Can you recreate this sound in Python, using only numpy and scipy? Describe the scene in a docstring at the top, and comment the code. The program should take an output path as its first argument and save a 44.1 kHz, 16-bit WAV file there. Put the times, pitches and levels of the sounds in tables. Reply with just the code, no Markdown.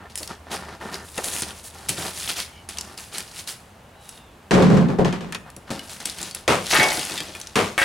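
"""A sledgehammer strikes a brick wall twice; each impact excites a crack and a gritty burst that
decays by damping. After each blow, bricks and mortar fall on a shovel and excite its blade's modes.
Before the blows, a man walks a stone cap slab over driveway grit (stick-slip friction) and tosses a
lump of masonry into a pickup's steel bed, whose panels and floor resonate. The yard scatters a short
echo of the debris; behind it all are faint air noise, a far idling engine and a bird."""
import sys
import numpy as np
from scipy import signal
from scipy.fft import rfft, irfft, next_fast_len
from scipy.io import wavfile
from scipy.ndimage import uniform_filter1d

SR = 44100
rng = np.random.default_rng(int(sys.argv[2]) if len(sys.argv) > 2 else 0)


def to_wav(s):
    """Save 16-bit WAV."""
    ch = np.atleast_2d(s).T  # columns
    pcm = np.round(np.clip(ch, -1, 1) * 32767)  # PCM
    wavfile.write(sys.argv[1], SR, pcm.astype(np.int16))


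N = 345744
TIME = np.arange(N) / SR
CONTROL_TIME = TIME[::48]
LEFT_MINUS_RIGHT = np.array([[1], [-1]])


def amp(db):
    """Amplitude ratio of a level in decibels."""
    return 10 ** (np.asarray(db) / 20)


def decay(t, t60):
    """Exponential damping: 60 dB in t60 seconds."""
    return np.exp(-np.log(1000) * t / t60)


def unit_rms(x):
    """Normalisation to an rms of 1."""
    return x / np.sqrt(np.mean(x ** 2) + 1e-20)


def steady(x, span_s):
    """Normalisation by the running rms, which flattens the envelope."""
    return x / np.sqrt(abs(uniform_filter1d(x ** 2, max(int(span_s * SR), 3))) + 1e-12)


def at_frequency(points, hz):
    """Interpolation on a logarithmic frequency axis."""
    f, value = np.transpose(points)
    return np.interp(np.log(hz + 1), np.log(f + 1), value)


def add(mix, start_s, sound):
    """Superposition of a delayed sound on the mix."""
    part = mix[:, max(round(start_s * SR), 0):][:, :sound.shape[-1]]
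    part += sound[..., :part.shape[1]]


def colour(x, spectrum):
    """Zero-phase filtering by points of (f/Hz, gain/dB)."""
    size = next_fast_len(x.shape[-1])
    gain = amp(at_frequency(spectrum, np.fft.rfftfreq(size, 1 / SR)))
    return irfft(rfft(x, size) * gain, size)[..., :x.shape[-1]]


def resonator(x, hz, width_hz):
    """Forced response of one damped mode, with unit gain at resonance."""
    carrier = np.exp(2j * np.pi * hz * TIME)
    pole = np.exp(-np.pi * width_hz / SR)
    return 2 * (carrier * signal.lfilter([1 - pole], [1, -pole], x / carrier + 1e-18)).real


def resonances(x, modes):
    """Forced response of parallel modes (f/Hz, bandwidth/Hz, gain/dB)."""
    return sum(amp(db) * signal.lfilter(*signal.iirpeak(hz, hz / width, fs=SR), x)
               for hz, width, db in modes)


def ringing(modes):
    """Free vibration: damped sinusoids, each with a slightly different phase at the two ears."""
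    t = np.arange(SR) / SR
    return sum(amp(db) * decay(t, t60) * np.sin(2 * np.pi * hz * t + 0.61 * rng.standard_normal((2, 1)))
               for hz, db, t60 in modes)


def damp_octaves(x, t60s, age):
    """Frequency-dependent damping: each octave decays at its own rate."""
    centres = np.geomspace(60, 15360, 9)
    log_f = np.log(np.fft.rfftfreq(x.shape[-1], 1 / SR) + 1)
    spectrum = rfft(x)
    bands = (irfft(spectrum * np.interp(log_f, np.log(centres), row), x.shape[-1]) for row in np.eye(9))
    return sum(band * decay(age, at_frequency(t60s, hz)) for hz, band in zip(centres, bands))


def crackle(size, per_s, spread_db):
    """Granular noise: two channels in short grains of random strength."""
    strength_db = spread_db * np.minimum(rng.exponential(1, size), 5)
    grain = np.minimum(np.arange(size) * per_s / SR, size - 1).astype(int)
    return unit_rms(rng.standard_normal((2, size)) * amp(strength_db[grain]))


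def envelopes(start_s, rise_s, hold_s, t60):
    """Linear rise, hold and exponential decay, one column per event."""
    age = CONTROL_TIME[:, None] - start_s
    return np.clip(age / rise_s, 0, 1) * decay(np.maximum(age - rise_s - hold_s, 0), t60)


def power_sum(shapes, db):
    """Joint amplitude of incoherent events, whose powers add."""
    return np.interp(TIME, CONTROL_TIME, np.sqrt(np.sum((shapes * amp(db)) ** 2, axis=1)))


# stereo width: f/Hz, side over mid/dB
SIDE_SPECTRUM = [(60, -54), (200, -26), (600, -13.5), (1500, -11), (4500, -12.5), (8000, -11), (13000, -43)]
def stereo(pair, wide_db):
    """Partial coherence between the ears: two independent signals serve as mid and side."""
    side = amp(wide_db) * colour(pair[1], SIDE_SPECTRUM)
    return np.array([pair[0] + side, pair[0] - side])


# suburban air: f/Hz, relative level/dB
AIR_SPECTRUM = [(15, -34), (25, -12.5), (76, 0), (145, -4.5), (217, -5.5), (285, -10.5), (775, -9.5),
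                (2480, -21), (2910, -20.5), (3160, -23), (5430, -29.5), (9570, -31), (16000, -39)]
def air():
    """Stationary broadband noise, strongest in the bass."""
    return amp(-48.5) * stereo(unit_rms(colour(rng.standard_normal((2, N)), AIR_SPECTRUM)), wide_db=4)


# course of the engine's loudness: t/s, level/dB
ENGINE_LEVELS = [(0.0, -50), (0.45, -46), (2.75, -50), (3.2, -63), (5.6, -64), (5.8, -57), (7.84, -52.5)]
def engine(hz=77.8):
    """Narrow-band noise beats at random: the throb of a far idling engine."""
    times, db = np.transpose(ENGINE_LEVELS)
    gain = amp(np.interp(TIME, times, db) - 2.5)
    hum = resonances(rng.standard_normal(N), [(hz, 8, 0)])
    throb = resonances(hum, [(hz, 16, 0)])
    return gain * steady(throb, 0.13)


# a far bird's calls: t/s, duration/s, first f/Hz, last f/Hz, level/dB
BIRD_CALLS = [(2.5, 0.153, 3040, 2880, -50), (3.898, .48, 3910, 3200, -55.5)]
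def bird():
    """Frequency modulation: two simultaneous whistled tones swell, waver and sag in pitch."""
    out = np.zeros((2, N))
    waver_hz = 110 * unit_rms(uniform_filter1d(rng.standard_normal(N), 150))
    for start, duration, first_hz, last_hz, db in BIRD_CALLS:
        progress = np.linspace(0, 1, int(duration * SR))
        hz = first_hz + (last_hz - first_hz) * progress ** 2.3 + waver_hz[:len(progress)]
        phase = 2 * np.pi * np.cumsum(hz) / SR
        tones = np.sin(phase) + 0.65 * np.sin(.76 * phase)
        add(out, start, amp(db) * np.sin(np.pi * progress) * tones)
    return out


# reverberation time of the yard: f/Hz, T60/s
YARD_T60 = [(100, 0.49), (1000, 0.76), (4000, 0.32), (12000, 0.33)]
def yard_echo(x, reflections_per_s=2000):
    """Scattering from house front and driveway: convolution with sparse, decaying reflections."""
    t = np.arange(SR // 2) / SR
    taps = rng.standard_normal((2, len(t)))
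    taps *= (rng.random((2, len(t))) < reflections_per_s / SR) * (t > .004)
    tail = damp_octaves(stereo(taps, wide_db=7), YARD_T60, t)
    return signal.fftconvolve(x.mean(0)[None], tail / np.linalg.norm(tail[0]), axes=1)[:, :N]


# slab, soles and bricks dragged over grit: t/s, rise/s, hold/s, stone/dB, crumbs/dB, sand/dB
GROUND_SCRAPES = [(0.0, 0.0029, 0.061, -40.5, -75, -79), (0.148, 0.031, 0.062, -66, -51, -38.5),
                  (0.276, 0.026, 0.017, -32, -41, -55), (0.447, .04, .01, -38.5, -53, -66),
                  (0.499, 0.031, 0.018, -26.5, -29.5, -36), (0.562, 0.027, 0.16, -36, -48, -60),
                  (0.798, 0.017, .08, -31, -46, -50), (0.908, 0.032, .01, -29.5, -35, -43),
                  (0.961, 0.022, 0.048, -38, -53, -53), (1.034, 0.018, 0.12, -62, -52, -45),
                  (1.138, 0.03, 0.056, -43, -40, -39.5), (1.233, .008, 0.051, -35.5, -35.5, -27.5),
                  (1.31, 0.014, 0.075, -36, -35, -28.5), (1.45, 0.031, 0.027, -34.5, -41.5, -41),
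                  (1.533, 0.025, 0.045, -53, -47.5, -46), (1.625, 0.025, 0.024, -64, -47, -37),
                  (1.72, 0.026, 0.22, -43, -47.5, -49), (1.964, 0.017, .11, -32, -32.5, -34),
                  (2.11, 0.067, 0.092, -44, -35, -33), (2.27, 0.022, 0.016, -34, -26, -29.5),
                  (2.347, 0.032, 0.033, -36, -27.5, -33), (2.74, 0.021, 0.18, -42.5, -49, -52),
                  (3.113, 0.032, 0.061, -38, -34.5, -37.5), (3.248, .02, 0.057, -55, -48, -49),
                  (3.315, 0.078, .01, -51, -37, -36.5), (3.465, 0.016, 0.028, -45.5, -34.5, -33),
                  (3.987, 0.064, 0.13, -63, -53, -51), (5.45, 0.018, 0.017, -40, -67, -65),
                  (5.668, 0.0095, 0.015, -40, -48.5, -68), (5.812, .02, 0.05, -49, -49, -48),
                  (6.152, 0.035, 0.1, -41, -37, -41), (6.595, 0.11, 0.023, -45, -30, -34.5),
                  (7.069, 0.026, 0.071, -36, -35.5, -42)]
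# weight or rubble landing on grit: t/s, T60/s, stone/dB, crumbs/dB, sand/dB
GROUND_CRUNCHES = [(0.097, 0.28, -55, -45.5, -54), (1.175, 0.094, -22.5, -35, -31),
                   (1.42, 0.16, -31.5, -27, -34), (1.885, 0.24, -38, -25, -25.5),
                   (2.687, 0.37, -40.5, -35, -39), (2.973, 0.55, -42, -38, -38),
                   (5.703, 0.43, -28.5, -32.5, -42), (5.893, 0.48, -41, -35.5, -37.5),
                   (6.001, 0.24, -36, -35, -44), (6.052, 0.45, -41, -31, -34.5),
                   (6.344, .3, -39, -35.5, -45), (6.704, 1.6, -28, -19.5, -27.5), (6.92, .7, -39, -45, -28),
                   (7.349, 0.75, -42.5, -52, -48), (7.779, 1.1, -50, -30, -29.5)]
def friction(scrape_t60=0.17, crunch_rise_s=0.0021, trickle_t60=0.91, trickle_db=-19):
    """Amplitudes of stone, crumb and sand noise under sliding and impact; loosened grit trickles on."""
    scrapes, crunches = np.transpose(GROUND_SCRAPES), np.transpose(GROUND_CRUNCHES)
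    push = np.hstack([envelopes(*scrapes[:3], scrape_t60),
                      envelopes(crunches[0], crunch_rise_s, 0, crunches[1])])
    trickle = np.hstack([envelopes(*scrapes[:3], trickle_t60),
                         envelopes(crunches[0], crunch_rise_s, 0, trickle_t60)])
    shapes = np.maximum(push, amp(trickle_db) * trickle)
    return [power_sum(shapes, db) for db in np.hstack([scrapes[3:], crunches[2:]])]


def pebbles(per_s, spread_db, low_hz, decay_cycles, sizes=24):
    """A Poisson process of impacts: each bit of mortar rings in two modes set by its size."""
    out, t = np.zeros((2, N)), np.arange(900) / SR
    for hz in np.geomspace(low_hz, 11000, sizes):
        hits = np.flatnonzero(rng.random(N) < per_s / sizes / SR)
        for at, (strength, pan, detune, shape) in zip(hits, rng.random((len(hits), 4))):
            cycles = hz * (.9 + .2 * detune) * t
            modes = np.sin(2 * np.pi * cycles) + .5 * np.sin(2 * np.pi * cycles * (1 + shape / 2))
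            clink = amp(spread_db * strength ** 2) * modes * np.exp(-cycles / decay_cycles)
            add(out, at / SR, np.outer([.7 + .6 * pan, 1.3 - .6 * pan], clink))
    return unit_rms(out)


# coarse crumbs and fine sand: f/Hz, relative level/dB
CRUMB_SPECTRUM = [(300, -65), (1200, -5.5), (2500, 1.5), (5000, 1.5), (7500, -5.5), (11000, -10.5),
                  (16000, -32)]
SAND_SPECTRUM = [(1000, -11.5), (5000, -8), (8000, -1.5), (10400, 0.5), (12300, -10), (16000, -15)]
def grit(crumb_gain, sand_gain):
    """Granular contact noise: crumbs crackle, sand fizzes and single pebbles click among them."""
    crumbs = steady(colour(crackle(N, per_s=1500, spread_db=3.5), CRUMB_SPECTRUM), .05)
    sand = steady(colour(crackle(N, per_s=2200, spread_db=2.85), SAND_SPECTRUM), 0.036)
    clicks = .45 * pebbles(per_s=170, spread_db=18, low_hz=3200, decay_cycles=2.5)
    grains = stereo(crumb_gain * crumbs + sand_gain * sand, wide_db=-2.5)
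    return amp(-2.5) * (grains + np.hypot(crumb_gain, sand_gain) * clicks)


# rubbing stone: f/Hz, relative level/dB
STONE_SPECTRUM = [(50, -24), (110, -3), (370, 1), (850, -3.5), (1400, -1.5), (1900, -7.5), (2600, -10.5),
                  (4000, -14), (9000, -43)]
# hollow resonances of the slab: f/Hz, bandwidth/Hz, relative gain/dB
SLAB_MODES = [(193, 52, 9), (385, 86, 1), (536, 14, 2.5), (692, 80, 4.5), (784, 48, 7), (914, 130, 5),
              (1180, 170, -1.5), (1393, 48, 3.5), (1594, 82, 2), (1785, 55, 9.5)]
def grinding_slab(gain):
    """Stick-slip friction of rough stone drives the slab's modes."""
    slips = colour(crackle(N, per_s=900, spread_db=2.9), STONE_SPECTRUM)
    hollow_ring = unit_rms(resonances(slips, SLAB_MODES))
    rub = steady(unit_rms(slips) + 1.7 * hollow_ring, .06)
    return amp(-3.5) * stereo(rub, wide_db=-3.5) * gain


# boots, slab corners and bricks meeting the ground: t/s, level/dB, f/Hz, T60/s
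GROUND_THUDS = [(0.204, -26.5, 324, 0.12), (0.531, -30, 188, 0.11), (1.179, -12, 496, 0.071),
                (1.419, -22.5, 180, 0.095), (1.893, -25, 231, 0.23), (1.977, -24.5, 231, 0.13),
                (2.041, -22, 680, 0.094), (2.297, -27, 899, 0.1), (5.564, -27.5, 223, 0.097),
                (5.702, -16.5, 189, 0.16), (6.056, -32, 330, 0.2), (6.205, -31, 330, 0.21),
                (6.727, -8.5, 756, 0.15), (6.782, -14, 234, 0.21), (6.819, -14.5, 735, 0.39),
                (6.974, -23, 286, 0.14), (7.11, -31.5, 282, 0.31), (7.2, -27.5, 330, 0.19),
                (7.283, -31.5, 350, 0.18), (7.782, -25, 870, 0.2)]
def thuds():
    """Heavily damped impacts: dull noise bursts with one broad spectral peak."""
    out, t = np.zeros((2, N)), np.arange(SR // 2) / SR
    for start, db, hz, t60 in GROUND_THUDS:
        spectrum = [(hz / 5, -20), (hz / 2, -2), (hz, 0), (hz * 2.5, -8), (hz * 6, -23), (hz * 20, -45)]
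        noise = steady(colour(rng.standard_normal((2, len(t))), spectrum), 0.0145)
        envelope = (1 - np.exp(-t / 0.0062)) * decay(t, t60)
        add(out, start, amp(db - 4) * stereo(noise, wide_db=-9) * envelope)
    return out


# chips that snap or land: t/s, level/dB, f/Hz, clink re snap/dB
CHIP_SNAPS = [(0.156, -18, 9500, -10), (0.176, -20, 9500, -8), (0.1846, -25, 10100, 3),
              (0.231, -25.5, 4430, -15), (0.276, -25, 4620, -18), (0.9427, -22.5, 4850, -6.5),
              (1.1793, -22, 2740, -6), (1.2432, -17.5, 10100, -9), (1.4209, -15, 9550, -17),
              (1.8918, -10, 10100, -20), (1.8997, -17, 10100, -29), (2.2973, -18, 3300, -10),
              (2.6898, -23.5, 9700, -22), (2.772, -26, 3190, -15), (2.7852, -17, 5330, -10),
              (2.8105, -20.5, 5400, -14), (2.9769, -26.5, 4730, -28), (3.147, -25, 4080, -2.5),
              (3.183, -18, 9200, -22), (3.475, -24, 4100, -12), (4.0915, -28, 10740, -3),
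              (5.3237, -25, 1740, 0.5), (5.3475, -22, 2520, -4), (5.502, -35.5, 2060, -29),
              (5.5648, -30, 10550, -8), (5.7933, -27.5, 2950, 0), (6.003, -29, 4000, -17),
              (6.0558, -13.5, 8230, -7), (6.098, -20.5, 4440, -22), (6.186, -26, 3280, -22),
              (6.2155, -24, 8100, -22), (6.2286, -18.5, 7540, -12), (6.311, -26.5, 4520, -5),
              (6.3482, -18, 11050, -9), (6.6675, -22, 2750, -8), (6.8312, -12.5, 2200, -21),
              (6.994, -21.5, 8990, -20.5), (7.0514, -20, 10400, -17), (7.1774, -22.5, 3570, 1),
              (7.185, -25.5, 3230, -0.5), (7.2043, -19, 3270, -4), (7.3507, -27.5, 2450, 0),
              (7.4003, -27.5, 10200, -14), (7.4142, -25, 6100, -9), (7.4714, -26, 5400, -20.5)]
# noise of a snap: f/Hz, relative level/dB
SNAP_SPECTRUM = [(200, -23), (1000, -15), (3000, -5), (10500, -4.5), (13000, -18), (16000, -24)]
def chips(snap_t60=0.021, fracture_s=0.00057):
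    """Brittle fracture: a spike opens a dry snap, and the chip clinks in four inharmonic modes."""
    out, t = np.zeros((2, N)), np.arange(4096) / SR
    spike = 1 + amp(-2.5) * np.exp(-t / fracture_s)
    for start, db, hz, clink_db in CHIP_SNAPS:
        noise = colour(rng.standard_normal((2, len(t))), SNAP_SPECTRUM)
        pitched = steady(noise + resonances(noise, [(hz, hz / 5, 5)]), 0.0023)
        snap = stereo(pitched * spike, wide_db=-1) * decay(t, snap_t60)
        modes_hz = hz * np.array([1, .54, .73, 1.38])
        weights = np.array([1, .4, .4, .4]) / (1 + (modes_hz / 10000) ** 8)
        clink = weights @ np.sin(2 * np.pi * (np.outer(modes_hz, t) + rng.random((4, 1))))
        add(out, start, amp(db - 4) * (snap + amp(clink_db) * clink * np.exp(-t / .011)))
    return out


def brick_slide():
    """A granular avalanche: the loosened course of bricks sheds a shower of clinking lumps."""
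    gain = power_sum(envelopes(start_s=6.7, rise_s=.04, hold_s=0, t60=1.25), db=-25)
    return gain * steady(pebbles(per_s=190, spread_db=15, low_hz=2100, decay_cycles=13), .1)


# bricks hitting the shovel: t/s, level/dB, most excited f/Hz
BLADE_HITS = [(6.732, -8.5, 730), (6.752, -1.5, 1250), (6.768, -4, 1910), (6.797, 0, 2223),
              (6.815, -11, 2230), (7.779, -2, 1800), (7.817, 0, 1600)]
# modes of the steel blade: f/Hz, level/dB, T60/s
BLADE_MODES = [(339, -38, .5), (552, -33, .5), (727, -28, .5), (857, -28, .42), (1149, -33, .2),
               (1254, -28, .38), (1601, -19, .13), (1700, -25, .07), (1806, -22, .18), (1901, -26, .24),
               (1954, -30, .28), (2085, -26, .14), (2223, -19.5, .38), (2283, -27, .08), (2561, -28, .12),
               (2607, -31, .3), (2706, -27, .15), (3015, -28, .13), (3230, -30, .13), (3393, -30, .1)]
def shovel(favour_db=5):
    """Modal excitation depends on the point of impact: each brick favours some modes and sheds crumbs."""
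    out, t = np.zeros((2, N)), np.arange(SR) / SR
    spray_spectrum = [(150, -31), (700, -4), (1800, 11), (3200, 1.5), (6000, -18), (15000, -30)]
    for start, db, centre_hz in BLADE_HITS:
        modes = [(hz, mode_db + favour_db * np.exp(-(np.log2(hz / centre_hz) / 0.11) ** 2), t60)
                 for hz, mode_db, t60 in BLADE_MODES]
        crumbs = unit_rms(colour(crackle(SR, per_s=900, spread_db=1.2), spray_spectrum))
        spray = amp(-16.5) * stereo(crumbs, wide_db=-13) * np.exp(-t / 0.024)
        add(out, start, amp(db) * (ringing(modes) + spray))
    return out


def strike(impacts, spectrum, t60s, grains_per_s, crack_db, wide_db):
    """Impact noise: a crack, then a gritty burst that stays level briefly and dies away."""
    out, t = np.zeros((2, N)), np.arange(SR // 2) / SR
    fade = np.minimum(10 * (t[-1] - t), 1)
    for start, db, hold_s, t60_factor, treble_db in impacts:
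        gritty = steady(colour(crackle(len(t), grains_per_s, spread_db=1.5), spectrum), 0.0326)
        noise = colour(rng.standard_normal(len(t)), spectrum)
        crack = steady(colour(noise, [(300, -4), (2500, 14)]), 0.0026)
        burst = damp_octaves(stereo(gritty, wide_db), t60s, np.maximum(t - hold_s, 0) / t60_factor)
        impact = burst * (1 - np.exp(-t / 0.0024)) + amp(crack_db) * crack * np.exp(-t / 0.0048)
        contact_s = 0.00026 * amp(-1.5 * min(treble_db, 0))  # a duller blow is a longer contact
        onset = 1 - np.exp(-(t / contact_s) ** 2)
        add(out, start, amp(db) * colour(impact, [(600, 0), (2500, treble_db)]) * onset * fade)
    return out


# the lump tumbling in the bed: t/s, level/dB, hold time/s, T60 factor, treble/dB, floor boom/dB
LUMP_IMPACTS = [(4.509, -16.5, 0.038, 0.33, 1.5, -19.5), (4.548, -15, 0.063, 0.94, -6.5, -21),
                (4.622, -23, 0.0071, 0.85, 2.5, -13), (4.7, -19, 0.048, 1, -6.5, -13.5),
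                (4.768, -24.5, 0.0093, 0.83, -2.5, -17), (4.885, -25, 0.018, 0.64, -7.5, -27.5),
                (4.984, -15.5, 0.023, 0.41, -13, -18.5), (5.047, -22.5, 0.0074, 0.55, 1.5, -35),
                (5.126, -29.5, 0.0045, 0.51, 4, -43), (5.207, -35, 0.0092, 0.98, 1.5, -37),
                (5.325, -40, .003, 0.22, 14.5, -55), (5.348, -36, 0.0033, 0.16, 14.5, -54)]
# the struck bed: f/Hz, relative level/dB
BED_SPECTRUM = [(30, -16), (55, -13), (85, -9.5), (135, -2), (180, -3.5), (280, -3), (400, -2), (600, -9),
                (1000, -10), (2000, -17.5), (4000, -24.5), (8000, -33), (12000, -45), (16000, -62)]
# damping of the bed: f/Hz, T60/s
BED_T60 = [(60, 1), (400, 0.54), (2000, 0.65), (10000, 0.41)]
# its steel panels: f/Hz, bandwidth/Hz, gain/dB
PANEL_MODES = [(248, 9.5, -12), (338, 7.2, -9), (387, 16, -3.5), (425, 15, -4), (530, 16, 1), (703, 23, -1)]
def truck_bed(floor_hz=179):
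    """Plate resonance: the tumbling lump sets the steel panels ringing and the floor drumming."""
    impacts = np.array(LUMP_IMPACTS)
    crash = strike(impacts[:, :-1], BED_SPECTRUM, BED_T60, grains_per_s=550, crack_db=0, wide_db=7.5)
    boom = power_sum(envelopes(impacts[:, 0], rise_s=0.019, hold_s=0.049, t60=0.51), impacts[:, -1])
    drum = resonator(rng.standard_normal((2, N)), floor_hz, width_hz=32)
    drum = steady(resonator(drum, floor_hz, width_hz=116), 0.0205)
    floor = drum[0] + amp(-7.5) * drum[1] * LEFT_MINUS_RIGHT
    spread = amp(-2) * (crash - crash[::-1])  # the two side walls ring apart from each other
    return crash + resonances(crash + spread, PANEL_MODES) + boom * floor


# blows on the wall: t/s, level/dB, hold time/s, T60 factor, treble/dB
HAMMER_BLOWS = [(6.478, -14.5, 0.042, 0.97, -2.5), (7.556, -16, 0.04, 1, -2.5)]
# the struck wall: f/Hz, relative level/dB
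WALL_SPECTRUM = [(30, -41), (70, -14), (140, -9), (190, -3), (290, -11.5), (450, -2), (620, -6),
                 (840, -10.5), (1170, -7), (1640, -13.5), (2170, -12), (4900, -22.5), (9500, -28),
                 (15000, -44)]
# damping of the wall: f/Hz, T60/s
WALL_T60 = [(60, 0.53), (400, 0.35), (2000, 0.37), (10000, 0.56)]
# modes of the steel head: f/Hz, level/dB, T60/s
HEAD_MODES = [(8690, -40, 0.35), (8800, -36, 0.43)]
def sledgehammer():
    """Impulsive excitation: the head strikes brick and mortar and rings faintly in its own modes."""
    out = strike(HAMMER_BLOWS, WALL_SPECTRUM, WALL_T60, grains_per_s=500, crack_db=5.5, wide_db=5)
    for start, *_ in HAMMER_BLOWS:
        add(out, start, ringing(HEAD_MODES))
    return out


def scene():
    """Superposition of all sources; an interaural level difference sets the work a little to the left."""
    stone_gain, crumb_gain, sand_gain = friction()
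    debris = chips() + thuds() + shovel() + grit(crumb_gain, sand_gain) + brick_slide()
    work = debris + amp(-9.5) * yard_echo(debris)
    work += sledgehammer() + truck_bed() + grinding_slab(stone_gain)
    pan_db = np.interp(TIME, [4.5, 5.3], [.15, .75]) * LEFT_MINUS_RIGHT
    return work * amp(pan_db) + air() + engine() + bird()


def record(dry, ceiling=.7, cutoff_hz=16000):
    """Soft saturation rounds the loudest peaks; a low-pass filter limits the band."""
    rounded = dry / (1 + (dry / ceiling) ** 4) ** .25
    low_pass = signal.firwin(511, cutoff_hz, window=("kaiser", 9), fs=SR)
    return signal.oaconvolve(rounded, low_pass[None], "same")


dry = scene()
out = record(dry)
to_wav(out)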